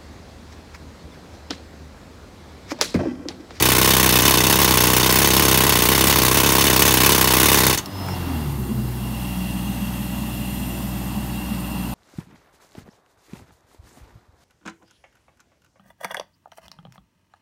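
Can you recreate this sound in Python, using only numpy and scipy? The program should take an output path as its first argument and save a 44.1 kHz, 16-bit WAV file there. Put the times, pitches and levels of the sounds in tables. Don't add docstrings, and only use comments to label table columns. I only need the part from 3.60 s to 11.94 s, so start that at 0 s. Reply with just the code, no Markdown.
import sys
import numpy as np
from scipy import signal
from scipy.io import wavfile
from scipy.ndimage import uniform_filter1d

SR = 44100
rng = np.random.default_rng(int(sys.argv[2]) if len(sys.argv) > 2 else 0)


def file_out(sig):
    cols = np.atleast_2d(sig).T
    lim = np.clip(cols, -1, 1)
    pcm = np.round(lim * 32767).astype(np.int16)
    wavfile.write(sys.argv[1], SR, pcm)


def invert_db(x):
    u = np.asarray(x, float) / 20
    return 10 ** u


N = 367794
T = np.arange(N) / SR

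# (time [s], short strokes as the bit bounces [0-2])
PACE = [(.0228, 0), (.2137, 0), (.3353, 0), (.4906, 0), (.5879, 0), (.6785, 2), (.8362, 0), (.9246, 1),
        (1.0146, 1), (1.1391, 0), (1.3654, 0), (1.5562, 0), (1.6441, 2), (1.822, 2), (2.0927, 2),
        (2.2867, 0), (2.4964, 2), (2.5851, 1), (2.7707, 2), (2.8603, 2), (3.0091, 1), (3.0669, 1),
        (3.2195, 1), (3.2782, 2), (3.4608, 1), (3.5188, 2), (3.8568, 1), (3.8845, 1), (3.9433, 2),
        (4.1275, 0)]
# (time [s], air [dB], rattle [dB])
CLOSING_BLOWS = [
    (4.1275, -2.7, -.4),
    (4.1747, -10, -3.8),
]
# (frequency [Hz], width [Hz], level [dB], extra on return stroke [dB])
MUFFLER_MODES = [(65, 220, -1, 8.5), (131, 45, 0, 14), (201, 88, 0, -2), (281, 72, -0.5, 0.5),
                 (427, 61, 2, 3.5), (480, 45, -8.5, -14), (871, 81, -5.5, 2), (1071, 83, 0.5, 1),
                 (960, 78, -0.5, -3)]
# (blow [ms], return stroke [ms])
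MUFFLER_PATHS_MS = [(1.6, 3.2), (4.8, 6.2), (5.7, 6.2), (5.8, 5.8), (1.0, 1.0), (1.1, 1.1), (0.1, 0.1),
                    (0.1, 0.1), (0.6, 0.6)]
# (frequency [Hz], density [dB per Hz])
VENT_SPECTRUM = [(300, -8), (700, -18.5), (1060, -7), (1300, -15.5), (1940, -10.5), (3300, -13.5),
                 (4850, -16), (6300, -15), (7600, -18), (9600, -14), (10450, -16.5), (11000, -13.5),
                 (15400, -13.5), (16000, -1.5)]
# (frequency [Hz], width [Hz], level [dB])
STEEL_MODES = [(1486, 85, -3), (1940, 250, -3.5), (2614, 80, -1.5), (2950, 120, 0.5), (3603, 250, 3.5),
               (4436, 100, -0.5), (5320, 250, 0), (6300, 530, 3), (10000, 660, -15)]
# (time [s], firing rate [Hz], level [dB])
ENGINE_RUN = [(4.2, 95.8, -47), (4.362, 96.2, -32), (4.504, 92, -29), (4.65, 85.2, -29.5), (4.754, 80, -26),
              (4.914, 69.5, -32), (5.004, 65.6, -30), (5.12, 63.25, -34), (5.236, 61, -30),
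              (5.4, 61.96, -32), (5.6, 61.5, -31.5), (6.5, 61.36, -33), (7.5, 61.66, -32.5),
              (8.34, 61, -33)]
# (multiple of firing rate, level [dB])
UPPER_ORDERS = [(1.5, -24), (2.25, -7.5), (2.75, -17), (3, 3), (3.75, -18), (4, -4), (5, -9), (5.75, -14),
                (11, -21), (12.75, -17.5)]
# (multiple of firing rate, level [dB])
COAST_ORDERS = [(.5, -40), (1.5, -36), (4.249, -46)]
# (time [s], level [dB], length [s])
GOVERNOR_SURGES = [
    (4.57, -40, .08),
    (4.9, -25, 0.056),
    (5.01, -28, 0.021),
    (5.17, -22.5, 0.041),
    (5.26, -26, 0.054),
    (5.45, -31.5, .1),
]
# (frequency [Hz], density [dB per Hz])
EXHAUST_SPECTRUM = [(25, -27), (50, -29), (100, 1.5), (200, -2.5), (340, -12), (430, -18), (520, -21)]
# (frequency [Hz], width [Hz], level [dB])
EXHAUST_PIPES = [(350, 27, -39), (262, 30, -45.5)]
# (time [s], level [dB])
PANEL_BOOMS = [(5.115, -25), (5.19, -24), (5.438, -25), (5.527, -27), (5.655, -37), (5.868, -31),
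               (5.952, -25), (6.09, -21), (6.233, -23), (6.286, -32.5), (6.412, -26), (6.562, -25),
               (6.633, -26), (6.688, -29.0), (6.813, -27), (6.898, -25), (6.975, -31), (7.027, -29),
               (7.132, -32), (7.199, -34), (7.259, -23.5), (7.365, -27.5), (7.475, -32), (7.581, -21.5),
               (7.743, -27.9), (7.801, -31), (7.92, -23), (8.14, -30)]
# (multiple of rotor rate, level [dB])
SCREW_LOBES = [(2, -42), (4, -49.5), (18, -53), (19, -64.5), (20, -59)]
# (frequency [Hz], density [dB per Hz])
RUMBLE_SPECTRUM = [(420, -14), (540, -10), (680, -6), (800, -2.5), (1000, -4), (1250, -9.5), (1600, -14),
                   (2000, -13), (2400, -20), (3300, -18.5), (4500, -20), (7000, -28)]
# (frequency [Hz], density [dB per Hz])
LEAK_SPECTRUM = [(2350, -50), (4000, -1), (5760, -6), (8550, -4.5), (10100, -3.5), (12500, -1), (15200, -6),
                 (16000, -9)]
# (frequency [Hz], width [Hz], level [dB])
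LEAK_BANDS_CLEAR = [(7260, 150, -7), (8360, 130, -4), (8790, 180, -4), (9330, 110, -7), (10100, 84, -4),
                    (10700, 260, -4), (11600, 58, -5), (12680, 150, 3), (13300, 100, -1), (14000, 97, -4),
                    (14600, 81, -5), (15100, 300, -6)]
# (frequency [Hz], width [Hz], level [dB])
LEAK_BANDS_HAND = [(7230, 72, -5), (8360, 110, -3), (8770, 110, -2), (9320, 100, -6), (10800, 200, -3),
                   (12300, 57, -1), (12700, 93, 0), (13500, 54, -4), (13700, 85, -3), (14000, 110, -3)]
# (time [s], level [dB], length [s])
RELEASE_PUFFS = [
    (4.49, -36.5, 0.11),
]
# (frequency [Hz], width [Hz], level [dB])
RELEASE_MODES = [(704, 96, 0), (860, 160, 0)]
# (time [s], frequency [Hz], level [dB])
SQUEAK_LOW = [
    (4.278, 4990, -54),
    (4.33, 5070, -49),
    (4.35, 5150, -44),
    (4.388, 5190, -42),
    (4.394, 5190, -56),
    (4.402, 5170, -42),
    (4.46, 5180, -45),
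    (4.5, 5170, -46),
    (4.545, 5170, -44),
]
# (time [s], frequency [Hz], level [dB])
SQUEAK_HIGH = [
    (4.46, 5330, -54),
    (4.485, 5420, -48),
    (4.505, 5530, -46),
    (4.548, 5540, -45),
]
# (time [s], level [dB], frequency [Hz], width [Hz], tick [dB])
LEVER_CLICKS = [
    (4.259, -27, 5320, 66, -32),
    (4.259, -25.5, 4480, 200, -54),
    (4.486, -21, 1380, 140, -37),
    (4.488, -24, 2300, 200, -50),
    (4.672, -23, 270, 4.6, -70),
    (5.112, -17.5, 239.3, 13, -45),
    (7.566, -34, 210, 38, -50),
]

STROKE_S, BOUNCE_S, REBOUND_S, JITTER_S = .0313, .0268, .0288, .0003
AIR_DB, AIR_LUCK_DB, REBOUND_AIR_DB = 0.5, -0.5, -0.5
RATTLE_DB, RATTLE_LUCK_DB, BOUNCE_RATTLE_DB = 4, 3, 3.5
RETURN_SHARE, RETURN_DB = .555, -4
MUFFLER_DB, VENT_DB, STEEL_DB = -20.5, -19, -20.5
SINK_DB, SINK_S, SINK_HZ = 1.5, 0.89, (2400, 4000)
SHUT_S, DUCK_DB, RECOVER_S = 4.3, -9, .15
COAST_END_S, SETTLE_S, SETTLE_LENGTH_S = 4.83, 5.25, 0.38
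SECOND_DB, SECOND_SAG_DB_PER_S, UPPER_DB = -34, -0.9, -36.5
BOOM_HZ, BOOM_WIDE_HZ, BOOM_S, BOOM_BED_DB = 206, 18.3, 0.017, -36.5
SCREW_RATIO = 2.369
RUMBLE_DB, WHINE_DB, LEAK_DB = -43, -43.5, -44
WHINE_ON_S, HAND_S = 4.53, 7.1


def evened(x):
    return x / np.sqrt(np.mean(x ** 2) + 1e-20)


def curves(rows):
    s, *columns = np.transpose(rows)
    return [np.interp(T, s, c) for c in columns]


def train(s, size):
    out = np.zeros(N)
    np.add.at(out, np.clip(np.round(s * SR).astype(int), 0, N - 1), size)
    return out


def resonate(x, hz, width_hz):
    r = np.exp(-np.pi * width_hz / SR)
    return 2 * signal.lfilter([1 - r], [1, -r * np.exp(2j * np.pi * hz / SR)], x).real


def wander(rate_hz):
    steps = rng.standard_normal(1800)
    return np.interp(T * rate_hz, np.arange(len(steps)), steps)


def noise(spectrum, patchy_db, bins=8, hops=14):
    bin_hz = np.fft.rfftfreq(1024, 1 / SR)
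    real, imag, patches = rng.standard_normal((N // 256 + 5, 513, 3)).T
    patches = uniform_filter1d(patches, size=int(bins), axis=0)
    patches = evened(uniform_filter1d(patches, size=int(hops), axis=1))
    hz, db = np.transpose(spectrum)
    shape_db = np.interp(np.log(bin_hz + 1), np.log(hz), db, left=-90, right=-90)
    frames = (real + 1j * imag) * invert_db(shape_db[:, None] + patchy_db * patches)
    return evened(signal.istft(frames, nperseg=1024, noverlap=768)[1][:N])


def swell(x, rise_ms, fall_ms):
    t_ms = T[:4000] * 1000
    pulse = (1 - np.exp(-(t_ms / rise_ms) ** 2)) * np.exp(-t_ms / fall_ms)
    return signal.oaconvolve(x, pulse)[:N]


def ramp(s, length_s):
    return np.clip((T - s) / length_s, 0, 1)


def bumps(rows):
    coarse = T[::64]
    power = sum(invert_db(2 * db) * np.exp(-((coarse - s) / length_s) ** 2) for s, db, length_s in rows)
    return np.interp(T, coarse, power)


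def duck_db():
    return DUCK_DB * np.exp(-np.maximum(T - SHUT_S, 0) / RECOVER_S)


def blows():
    s, air, rattle = [], [], []
    for (a, before), (b, after) in zip(PACE, PACE[1:]):
        start = a + REBOUND_S * (before > 1)
        end = b - BOUNCE_S * (after > 0)
        strokes = round((end - start) / STROKE_S)
        even = list(np.linspace(start, end, strokes + 1)[:strokes + (after > 0)])
        run = [a] * (before > 1) + even
        place = np.arange(len(run))
        s += run
        air += list(REBOUND_AIR_DB * (before > 1) * (place == 1))
        rattle += list(BOUNCE_RATTLE_DB * (before > 0) * (place == 0))
    luck = np.clip(rng.standard_normal((len(s), 3)), -2, 2).T
    rows = [s + JITTER_S * luck[0],
            air + AIR_LUCK_DB * luck[1] + AIR_DB,
            rattle + RATTLE_LUCK_DB * luck[2] + RATTLE_DB]
    return np.hstack([rows, np.transpose(CLOSING_BLOWS)])


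def muffler(s, back_s, push, back):
    out = np.zeros(N)
    for (hz, width_hz, db, back_db), (ms, back_ms) in zip(MUFFLER_MODES, MUFFLER_PATHS_MS):
        vary = invert_db(.6 * rng.standard_normal((len(back_s), 2)))
        kicks = train(s + ms / 1000, push * vary[1:, 0])
        kicks += train(back_s + back_ms / 1000, back * invert_db(back_db) * vary[:, 1])
        soft = uniform_filter1d(kicks, size=int(SR / hz / 4))
        out += invert_db(db) * evened(resonate(soft, hz, width_hz))
    return evened(out)


def vent(s, back_s, air_db, push, back):
    flow = swell(train(s - .0004, invert_db(0.6 * air_db)), 2.76, 4.17)
    back_luck_db = 2.2 * rng.standard_normal(len(back_s))
    flow += swell(train(back_s - .001, back * invert_db(7.5 + back_luck_db)), 5.5, 3.4)
    flow += invert_db(-15.5) * swell(train(np.append(0, s), np.append(1, push)), 1.0, 26.2)
    flow *= invert_db(1.7 * wander(190))
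    air = noise(VENT_SPECTRUM, 0.74)
    jet = signal.sosfilt(signal.butter(2, 8500, "highpass", fs=SR, output="sos"), air)
    sharp = abs(evened(flow)) ** 1.5
    return evened(evened(flow) * (air - jet) + evened(sharp) * jet)


def steel(s, rattle_db):
    force = invert_db(0.47 * rattle_db)
    shake = 0.37 * swell(train(s - .0006, force), 0.19, 0.62)
    shake += swell(train(s + 0.0011, force), 1.3, 7.5)
    shake += .7 * swell(train(s + .009, force * invert_db(1.8 * rng.standard_normal(len(s)))), 2.1, 8)
    shake += swell(train(np.zeros(1), force[0]), .1, 3.1)
    chatter = shake * (rng.random(N) < 11000 / SR) * rng.standard_normal(N)
    out = np.zeros(N)
    for hz, width_hz, db in STEEL_MODES:
        free_db = SINK_DB * (SINK_HZ[0] < hz < SINK_HZ[1]) * (1 - ramp(SINK_S - .2, .4))
        grip = invert_db(1.5 * wander(22) + free_db)
        out += invert_db(db) * evened(resonate(chatter * grip * rng.standard_normal(N), hz, width_hz))
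    return evened(out)


def drill():
    s, air_db, rattle_db = blows()
    s = s - .0006
    gap_s = np.minimum(np.diff(s, append=s[-1] + .04), .036)
    back_s = np.append(.007, s + RETURN_SHARE * gap_s - .0022)
    back_s = back_s + .0004 * rng.standard_normal(len(back_s))
    push = invert_db(0.12 * air_db + np.minimum(air_db, 0))
    back = np.append(push[0], push) * invert_db(RETURN_DB)
    out = invert_db(MUFFLER_DB - 0.94) * muffler(s, back_s, push, back)
    out += invert_db(VENT_DB + 0.02) * vent(s, back_s, air_db, push, back)
    return out + invert_db(STEEL_DB - 4.5) * steel(s, rattle_db)


def walls(x):
    at, out = np.arange(300, 9000, 22), np.zeros(N)
    for k in range(3):
        signs = rng.choice([-1., 1.], len(at)) * invert_db(-60 * at / SR / .25)
        taps = train((at + rng.integers(0, 22, len(at))) / SR, signs)[:9100]
        share = np.sqrt(2 / 3) * np.cos(np.pi * (3 * T + k / 3))
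        out += signal.oaconvolve(x * share, taps / np.linalg.norm(taps))[:N]
    return out


def panel():
    shake = np.sqrt(invert_db(2 * BOOM_BED_DB) + bumps([(s, db, BOOM_S) for s, db in PANEL_BOOMS]))
    phase = 2 * np.pi * np.cumsum(BOOM_HZ + .5 * BOOM_WIDE_HZ * wander(25)) / SR
    return shake * invert_db(1.0 + 0.82 * wander(30)) * np.sin(phase) * ramp(4.8, 0.17)


def screw(turn):
    return sum(invert_db(db + 0.37 * wander(28)) * np.sin(k * SCREW_RATIO * turn + 6 * rng.random())
               for k, db in SCREW_LOBES)


def engine():
    hz, first_db = curves(ENGINE_RUN)
    idle = ramp(SETTLE_S, SETTLE_LENGTH_S)
    ragged = 1 - idle
    turn = 2 * np.pi * np.cumsum(hz) / SR
    steady_db = SECOND_DB + SECOND_SAG_DB_PER_S * (T - 5.6) - 3.9 * ragged + 0.67 * duck_db()
    second = np.sqrt(invert_db(2 * steady_db) + bumps(GOVERNOR_SURGES)) * invert_db(0.89 * wander(6.2))
    out = np.sqrt(2) * (invert_db(first_db) * np.sin(turn) + second * np.sin(2 * turn + 1))
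    upper = np.zeros(N)
    for k, db in UPPER_ORDERS:
        order_db = db + (3.0 + 3.4 * ragged) * wander(14) - 8.5 * ragged
        upper += invert_db(order_db) * np.sin(k * turn + 6 * rng.random())
    wash = invert_db(-3.5 + 4.5 * ragged) * noise(EXHAUST_SPECTRUM, 0.78)
    upper_db = UPPER_DB - 0.78 * ragged + 0.62 * duck_db()
    out += invert_db(upper_db + 4.0) * (upper + wash)
    coasting = ramp(4.33, 0.19) * (1 - ramp(5.0, .1))
    for k, db in COAST_ORDERS:
        out += coasting * invert_db(db + duck_db() + 3.8 * wander(11)) * np.sin(k * turn)
    for pipe_hz, width_hz, db in EXHAUST_PIPES:
        ring = evened(resonate(rng.standard_normal(N), pipe_hz, width_hz))
        out += ragged * invert_db(db + duck_db()) * ring
    return out + panel() + np.sqrt(2) * idle * screw(turn)


def leak_bands(white, rows):
    return evened(sum(invert_db(db + 1.5 * wander(2.5)) * evened(resonate(white, hz, width_hz))
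                      for hz, width_hz, db in rows))


def yard():
    fast = 1 - ramp(COAST_END_S - .08, 0.26)
    unsettled = 1 - ramp(SETTLE_S, SETTLE_LENGTH_S)
    hand = ramp(HAND_S - .25, 0.39)
    silent = 1 - ramp(WHINE_ON_S - .02, .04)
    rumble_db = RUMBLE_DB + 6.4 * fast - 1.6 * unsettled + 0.96 * hand + 0.5 * duck_db()
    whine_db = WHINE_DB + 5.7 * fast - 8.8 * unsettled - 2.6 * hand - 6.8 * silent
    leak_db = LEAK_DB + 0.25 * fast - 2.8 * unsettled - 1.01 * hand + 0.9 * duck_db()
    white = rng.standard_normal(N)
    whine = np.zeros(N)
    for gain, hz, width_hz in [(1, 2775, 51), (.26, 2750, 320), (.43, 3240, 110), (.33, 2020, 150)]:
        whine += gain * evened(resonate(white, hz, width_hz))
    bands = np.sqrt(1 - hand) * leak_bands(white, LEAK_BANDS_CLEAR)
    bands += np.sqrt(hand) * leak_bands(white, LEAK_BANDS_HAND)
    leak = noise(LEAK_SPECTRUM, 2.8, bins=4, hops=110) + 1.05 * bands
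    release = sum(invert_db(db) * evened(resonate(white, hz, width_hz)) for hz, width_hz, db in RELEASE_MODES)
    out = np.sqrt(bumps(RELEASE_PUFFS)) * evened(release)
    out += invert_db(rumble_db + 3.5) * noise(RUMBLE_SPECTRUM, 1.3)
    out += invert_db(whine_db + 3.0 + 1.3 * wander(16)) * evened(whine)
    return out + invert_db(leak_db + 4.5) * evened(leak)


def lever():
    out = np.zeros(N)
    for rows in (SQUEAK_LOW, SQUEAK_HIGH):
        hz, db = curves(rows)
        on = uniform_filter1d(1. * (T > rows[0][0]) * (T < rows[-1][0]), size=200)
        phase = 2 * np.pi * np.cumsum(hz + 30 * wander(190)) / SR
        out += np.sqrt(2) * on * invert_db(db - 1 + 2.2 * wander(90)) * np.sin(phase)
    for s, db, hz, width_hz, tick_db in LEVER_CLICKS:
        t = np.maximum(T - s, 0)
        out += (t > 0) * invert_db(db) * np.exp(-np.pi * width_hz * t) * np.sin(2 * np.pi * hz * t)
        out += (t > 0) * invert_db(tick_db) * np.exp(-t / 0.0058) * rng.standard_normal(N)
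    return out


def scene():
    near = drill()
    return (near + invert_db(-19) * walls(near) + engine() + yard() + lever())[None]


def roll_off(x):
    return signal.sosfilt(signal.butter(12, 17070, fs=SR, output="sos"), x)


def record(dry):
    thin = signal.sosfilt(signal.butter(4, 42, "highpass", fs=SR, output="sos"), dry)
    limited = 1.065 * np.tanh(thin / 1.127)
    band_edge = signal.firwin(601, 15740, window=("kaiser", 5), fs=SR)
    mix = signal.oaconvolve(limited, band_edge[None], "same")
    return roll_off(mix)


dry = scene()
out = record(dry)
file_out(out)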